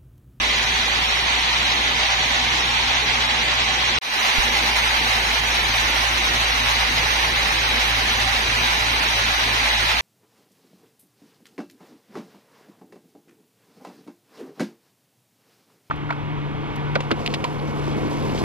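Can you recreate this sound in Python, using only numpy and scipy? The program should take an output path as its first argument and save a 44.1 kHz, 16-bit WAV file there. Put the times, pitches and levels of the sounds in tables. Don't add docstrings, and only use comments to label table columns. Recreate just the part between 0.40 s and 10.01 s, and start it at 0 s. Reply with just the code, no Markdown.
import sys
import numpy as np
from scipy import signal
from scipy.fft import rfft, irfft, next_fast_len
from scipy.io import wavfile
from scipy.ndimage import uniform_filter1d

SR = 44100
rng = np.random.default_rng(int(sys.argv[2]) if len(sys.argv) > 2 else 0)


def output_pcm(signal):
    pcm = np.clip(np.atleast_2d(signal).T, -1, 1) * 32767
    wavfile.write(sys.argv[1], SR, np.round(pcm).astype(np.int16))


def ratio_of_db(decibels):
    return 10 ** (np.asarray(decibels, float) / 20)


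N = 423801

CUT_S, RESUME_S = 3.5873, 3.6125
BASS_BACK_S = 3.9835
RUN_UP_S = 2.1
SIDE = np.array([[.5], [-.5]])


def saw():
    # f/Hz, level/dB per Hz
    roar_spectrum = [(700, -21), (1100, -11.5), (1400, -6), (1950, -5), (2100, -6), (3000, -5), (3600, -6),
                     (3900, -7.5), (4400, -7.5), (4850, -11), (5450, -11), (6100, -15.5), (6700, -16),
                     (7300, -21.5), (9000, -33)]
    ring_spectrum = [(320, -27), (550, -7), (705, -4.5), (786, -2), (1210, -2.5), (1500, -8), (1950, -53),
                     (3300, -120)]
    rumble_spectrum = [(12, -30), (22, -26), (40, -12.5), (80, -7.5), (130, -6), (170, -1), (200, -6),
                       (250, -4), (400, -3), (500, -3.5), (700, -12), (780, -9.5), (1000, -62)]
    idle_spectrum = [(5500, -13), (7000, -14), (7600, 1.5), (8700, -5.5), (10200, 1.5), (11500, -2.5),
                     (13000, -5.5), (14300, -7.5), (14900, -10), (15450, -14)]
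    spray_spectrum = [(5500, -22), (7000, -2), (7500, -10), (8300, -1.5), (8900, -3), (11200, 1),
                      (12500, -4.5), (13600, 1), (14300, -3), (15500, -6.5)]
    # f/Hz, width/Hz, level above surroundings/dB
    blade_modes = [(2050, 32, -2), (2230, 70, -7), (2409, 35, -3), (2655, 30, -11), (3908, 170, -6),
                   (4873, 50, -9), (6080, 300, -3)]
    frame_modes = [(243, 25, -1), (759, 9, -4), (785, 25, -6), (813, 6, -4), (867, 6, -3), (909, 6, -4),
                   (995, 9, 0), (1077, 7, -5)]

    roar_db, ring_db, treble_db, rumble_db = saw_levels()
    feed = drift(16)

    roar = contacts(spread_db=0.96)
    roar = patchy(roar, roar_spectrum, feed, shared_db=0.45, own_db=0.2, own_rate_hz=14, count=4)
    roar = with_modes(roar, blade_modes, swell_db=1.8, swell_rate_hz=1.5)

    ring = contacts(spread_db=2.0)
    ring = patchy(ring, ring_spectrum, feed, shared_db=1.0, own_db=-0.13, own_rate_hz=11.0, count=2)
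    rumble = contacts(spread_db=1.6)
    rumble = patchy(rumble, rumble_spectrum, feed, shared_db=-0.77, own_db=-0.55, own_rate_hz=3.0, count=2)
    frame = ratio_of_db(ring_db) * ring + ratio_of_db(rumble_db) * rumble
    frame = with_modes(frame, frame_modes, swell_db=1.5, swell_rate_hz=1.2) * np.std(frame)

    dust = contacts(spread_db=1.5)
    idle_air = patchy(dust, idle_spectrum, feed, shared_db=-0.1, own_db=-0.2, own_rate_hz=13, count=2)
    spray = patchy(dust, spray_spectrum, feed, shared_db=0.6, own_db=0.3, own_rate_hz=15, count=2)
    treble = np.where(np.arange(N) < CUT_S * SR, idle_air, spray)

    firing_hz = engine_state()[0]
    throb_db = 0.35 * np.sin(2 * np.pi * np.cumsum(firing_hz) / SR)
    return ratio_of_db(roar_db + throb_db) * idling(roar) + frame + ratio_of_db(treble_db) * treble


def saw_levels():
    t, since, cutting = clock()
    ring_db = -28.5 - 1.5 * np.exp(-since / RUN_UP_S) * ~cutting
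    spray_db = -36.5
    idle_air_db = -41.5 - 0.5 * since
    treble_db = np.where(cutting, spray_db, idle_air_db)
    rumble_db = -37 + 1.5 * hard_wood(t)
    return -19, ring_db, treble_db, rumble_db


def idling(roar):
    # low/Hz, high/Hz, share added while idling
    idle_colour = [(1150, 1780, -0.16), (3150, 3550, 0.27), (3900, 5000, 0.071), (5150, 5350, 0.089)]
    shift = 0
    for low_hz, high_hz, share in idle_colour:
        band = signal.butter(1, [low_hz, high_hz], "band", fs=SR, output="sos")
        shift = shift + share * signal.sosfilt(band, roar)
    return roar + shift * (np.arange(N) < CUT_S * SR)


def contacts(spread_db):
    size_db = spread_db * rng.standard_normal((3, N))
    return rng.standard_normal((3, N)) * ratio_of_db(size_db)


def patchy(sources, spectrum, together, shared_db, own_db, own_rate_hz, count):
    pair, hz = ports(sources, spectrum)
    low_hz, high_hz = spectrum[0][0], spectrum[-1][0]
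    place = np.log(hz[1:] / low_hz) / np.log(high_hz / low_hz) * (count - 1)
    out = 0
    for k in range(count):
        share = np.r_[0, np.clip(1 - abs(place - k), 0, 1)]
        flicker_db = shared_db * together + own_db * drift(own_rate_hz)
        out = out + irfft(pair * share)[:, :N] * ratio_of_db(flicker_db)
    return rms_one(out)


def ports(sources, spectrum):
    # f/Hz, share common to both ports
    common_table = [(40, .999), (180, .997), (250, .95), (380, .8), (500, .5), (800, .58), (1000, .42),
                    (1300, .52), (1900, .25), (2400, .4), (3500, .25), (4600, .1), (5800, .4), (8000, .1),
                    (15000, .1)]
    # f/Hz, left lead/rad
    lead_table = [(0, 0), (400, .1), (860, 1.1), (1300, 3.1), (1640, 4.1), (2000, 6.3), (2400, 7),
                  (3300, 8.8), (4200, 8.3), (5500, 6.3), (7400, 6.4), (11000, 9.4)]
    # f/Hz, left minus right/dB
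    tilt_table = [(60, -0.3), (400, 0.6), (740, -0.6), (1220, -2), (1700, -4.3), (2500, -3.2), (3300, -1.9),
                  (3800, 2.2), (4000, 2.6), (4250, 1.2), (6000, 0.6), (7600, -2), (8300, -5), (9500, -2.5),
                  (15000, 0.8)]

    size = next_fast_len(N)
    hz = np.arange(size // 2 + 1) * SR / size
    direct, *diffuse = rfft(sources, size)
    common = np.clip(at_hz(common_table, hz), 0, 1)
    lead_rad = np.interp(hz, *np.transpose(lead_table))
    pair = np.sqrt(common) * direct * np.exp(1j * SIDE * lead_rad)
    pair = pair + np.sqrt(1 - common) * np.array(diffuse)
    level_db = at_hz(spectrum, hz) + SIDE * at_hz(tilt_table, hz)
    inside = (hz > spectrum[0][0]) & (hz < spectrum[-1][0])
    return pair * ratio_of_db(level_db) * inside, hz


def with_modes(x, modes, swell_db, swell_rate_hz):
    out = x.copy()
    for hz, width_hz, level_db in modes:
        r = np.exp(-np.pi * width_hz / SR)
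        poles = [1, -2 * r * np.cos(2 * np.pi * hz / SR), r * r]
        zeros = [(1 - r * r) / 2, 0, (r * r - 1) / 2]
        gain = ratio_of_db(level_db + swell_db * drift(swell_rate_hz))
        out += signal.lfilter(zeros, poles, x) * gain
    return rms_one(out)


def singing():
    # f/Hz, start/s, end/s, level/dB
    whines = [(756, .2, 2.0, -44), (813, .3, .9, -44), (936, .7, 1.1, -42), (814, 1.3, 1.9, -40),
              (815, 2.4, 2.75, -40), (907, 2.3, 3.2, -44), (1077, 2.1, 2.8, -45), (1078, 3.2, 3.6, -44),
              (760, 2.4, 3.6, -46), (863, 2.7, 3.3, -41.5), (996, 3.7, 4.5, -46), (868, 3.9, 5.3, -41),
              (911, 4.0, 5.6, -44), (1130, 3.9, 5.0, -43.5), (763, 4.8, 5.8, -43), (812, 6.0, 7.1, -43),
              (910, 6.2, 6.8, -44), (1077, 6.1, 6.5, -46), (764, 7.2, 8.1, -45), (996, 7.3, 8.6, -47),
              (911, 7.8, 9.2, -47), (813, 8.7, 9.4, -44), (868, 9.3, 9.8, -43), (2409, .2, 1.6, -43),
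              (2055, 3.9, 4.7, -42), (2150, 3.9, 4.7, -42), (2048, 5.2, 6.8, -45), (1077, 0, .2, -44),
              (812, 4.0, 4.7, -44), (941, 1.5, 2.5, -43.5), (862, .3, 2.4, -47), (996, 0, 2.6, -47),
              (1110, 1.5, 2.5, -46), (1122, 2.6, 3.5, -46), (1117, 5.5, 7.2, -45), (868, 6.4, 8.4, -48),
              (1450, 1.2, 3.6, -47), (2050, 2.7, 3.6, -43), (243, 1.9, 2.9, -49), (243, 3.9, 4.3, -49)]
    # f/Hz, left lead/rad
    whine_lead = [(243, 0), (760, 1), (865, 1.2), (910, .6), (940, .3), (1077, 0), (1115, 3.6), (1450, 3.6),
                  (2050, 6.4), (2410, 7)]
    # f/Hz, left minus right/dB
    whine_tilt = [(243, 0), (760, 0), (865, -2), (910, -5), (996, -3), (1077, -9), (1130, -9), (1450, -3),
                  (2410, -3.5)]
    edge_s, waver_share, flutter_db = 0.2, 0.001, 1.6

    t, out = np.arange(N) / SR, np.zeros((2, N))
    waver = [drift(4) for _ in range(4)]
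    flutter = [drift(6) for _ in range(5)]
    for k, (hz, start_s, end_s, level_db) in enumerate(whines):
        on = slice(int(max(start_s - edge_s, 0) * SR), int((end_s + edge_s) * SR))
        turn = 2 * np.pi * hz * np.cumsum(1 + waver_share * waver[k % 4][on]) / SR
        swell = np.clip(np.minimum(t[on] - start_s, end_s - t[on]) / edge_s + 1, 0, 1)
        port_db = level_db + flutter_db * flutter[k % 5][on] + SIDE * at_hz(whine_tilt, hz)
        whine = np.sin(turn + SIDE * at_hz(whine_lead, hz))
        out[:, on] += np.sqrt(2) * swell * ratio_of_db(port_db) * whine
    return out


def engine():
    # multiple of firing rate, level re firing line/dB
    shaft_orders = [(1 / 3, -27), (2 / 3, -20), (4 / 3, -21), (5 / 3, -19)]

    firing_hz, firing_db, pulley_db, double_db = engine_state()
    turn = 2 * np.pi * np.cumsum(firing_hz + 0.35 * drift(3.2)) / SR
    turn = turn - turn[int(BASS_BACK_S * SR)]
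    firing_phase_rad = -1.13
    hum = ratio_of_db(firing_db + 1.4 * drift(47)) * np.sin(turn + firing_phase_rad)
    hum += ratio_of_db(pulley_db + 1.3 * drift(3.2)) * np.sin(2.0585 * turn + np.pi)
    hum += ratio_of_db(double_db) * np.sin(2 * turn)
    for multiple, level_db in shaft_orders:
        order_db = firing_db + level_db + 3 * drift(2.5)
        hum += ratio_of_db(order_db) * np.sin(multiple * turn + rng.uniform(0, 2 * np.pi))
    return np.sqrt(2) * hum


def engine_state():
    t, since, cutting = clock()
    free_hz, run_up_hz = 58.9, 2.7
    loaded_hz, sag_hz, sag_s = 53.2, 2.7, 6.0
    idle_hz = free_hz - run_up_hz * np.exp(-since / RUN_UP_S)
    hz = np.where(cutting, loaded_hz + sag_hz * np.exp(-since / sag_s), idle_hz)
    firing_db = -36.5 + 0.6 * (free_hz - hz) + 2 * hard_wood(t)
    pulley_db = np.minimum(-50 + 3 * since, -42.5)
    double_db = np.minimum(-56 + 15 * np.maximum(55.75 - hz, 0), -46)
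    return hz, firing_db, pulley_db, double_db


def hard_wood(t):
    from_s, to_s, edge_s = 4.65, 8.7, 0.79
    return np.clip(np.minimum(t - from_s, to_s - t) / edge_s, 0, 1)


def clock():
    t = np.arange(N) / SR
    cutting = t > CUT_S
    return t, np.where(cutting, np.maximum(t - RESUME_S, 0), t), cutting


def drift(rate_hz):
    r = np.exp(-80 * np.pi * rate_hz / SR)
    noise = rng.standard_normal(N // 40 + 2002)
    slow = rms_one(signal.lfilter([1], [1, -2 * r, r * r], noise)[2000:])
    return np.interp(np.arange(N) / 40, np.arange(len(slow)), slow)


def at_hz(points, hz):
    points = np.array(points)
    return np.interp(np.log(hz + 1), np.log(points[:, 0] + 1), points[:, 1])


def rms_one(x):
    return x / np.sqrt(np.mean(x ** 2) + 1e-20)


def scene():
    return saw() + singing() + engine()


def bass_cut(dry):
    t, since, cutting = clock()
    done = fade_in()[1]
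    thinner, thin = [signal.sosfilt(signal.butter(1, hz, "high", fs=SR, output="sos"), dry)
                     for hz in (380, 180)]
    return np.where(cutting & (t < BASS_BACK_S), done * thin + (1 - done) * thinner, dry)


def thump():
    after = np.maximum(np.arange(N) / SR - BASS_BACK_S, 0)
    t60_s = 0.1
    rise = 1 - np.exp(-after / 0.0007)
    swing = ratio_of_db(-10.5 - 60 * after / t60_s) * rise * np.cos(2 * np.pi * 30 * after)
    return swing * ratio_of_db(np.array([[-22], [0]]))


def drop_weak_lines(x, spread_db):
    # f/Hz, drop threshold re local level/dB
    dead_zone = [(1000, -8), (1400, -2.5), (2200, -8), (3000, -5), (4300, -1.5), (5000, .8), (6500, .5),
                 (9000, 0), (13000, 0), (15000, 1.5)]
    # f/Hz, width/Hz, extra threshold/dB
    starved = [
        [(5100, 200, 2.5), (4750, 60, 2), (5800, 50, 1), (6740, 50, 7), (7350, 120, 4), (8000, 200, 3),
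         (8850, 200, 4.5), (11950, 90, 5), (12650, 150, 5), (13650, 250, 2.5)],
        [(3270, 90, 1.5), (3650, 120, 1.5), (5100, 100, 1.5), (6760, 60, 9), (7350, 200, 6.5), (8850, 100, 4.5),
         (9400, 80, 3), (10900, 100, 5), (11900, 120, 4.5), (12600, 120, 3), (13700, 250, 7), (14750, 80, 1.5)],
    ]
    # f/Hz, deepest drop/Hz, share of frames that drop
    ceiling = [(15480, 1100, .9), (15490, 900, .8)]

    window = np.sqrt(np.hanning(2049)[:-1])
    hz, s, lines = signal.stft(x, SR, window, nperseg=2048)
    power = np.mean(abs(lines) ** 2, axis=0)
    local = uniform_filter1d(uniform_filter1d(power, size=41, axis=0), size=5, axis=1)

    idle, cut = [sum(db * np.exp(-.5 * ((hz - f) / width) ** 2) for f, width, db in bands)
                 for bands in starved]
    starved_db = np.where(s < CUT_S, idle[:, None], cut[:, None])
    waver = rng.standard_normal((len(hz) // 8 + 1, len(s)))
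    waver = np.repeat(waver, 8, axis=0)[:len(hz)]
    threshold_db = at_hz(dead_zone, hz)[:, None] + starved_db + spread_db * waver
    kept = power > local * ratio_of_db(threshold_db) ** 2

    top_hz, drop_hz, share = np.where(s < CUT_S, *np.array(ceiling)[:, :, None])
    luck = np.repeat(rng.random((2, len(s) // 2 + 1)), 2, axis=1)[:, :len(s)]
    depth = luck[0] ** np.where(s < CUT_S, 1, 4)
    kept &= hz[:, None] < top_hz - drop_hz * depth * (luck[1] < share)
    return signal.istft(lines * kept, SR, window, nperseg=2048)[1][:, :N]


def fade_in():
    t, since, cutting = clock()
    fade_s, overshoot_db, settle_s = 0.26, 1.4, 0.7
    done = np.clip(since / fade_s, 0, 1)
    settling = np.exp(-np.maximum(since - fade_s, 0) / settle_s)
    fade = done ** 0.5 * ratio_of_db(overshoot_db * settling)
    trace = ratio_of_db(-60 - 1700 * np.maximum(t - CUT_S, 0))
    return np.where(cutting, fade + trace, 1), done


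def low_pass(x):
    return signal.sosfilt(signal.butter(12, 15710, fs=SR, output="sos"), x)


def record(dry):
    heard = drop_weak_lines(bass_cut(dry) + thump(), spread_db=3.2)
    gain, _ = fade_in()
    return low_pass(heard * gain)


dry = scene()
out = record(dry)
output_pcm(out)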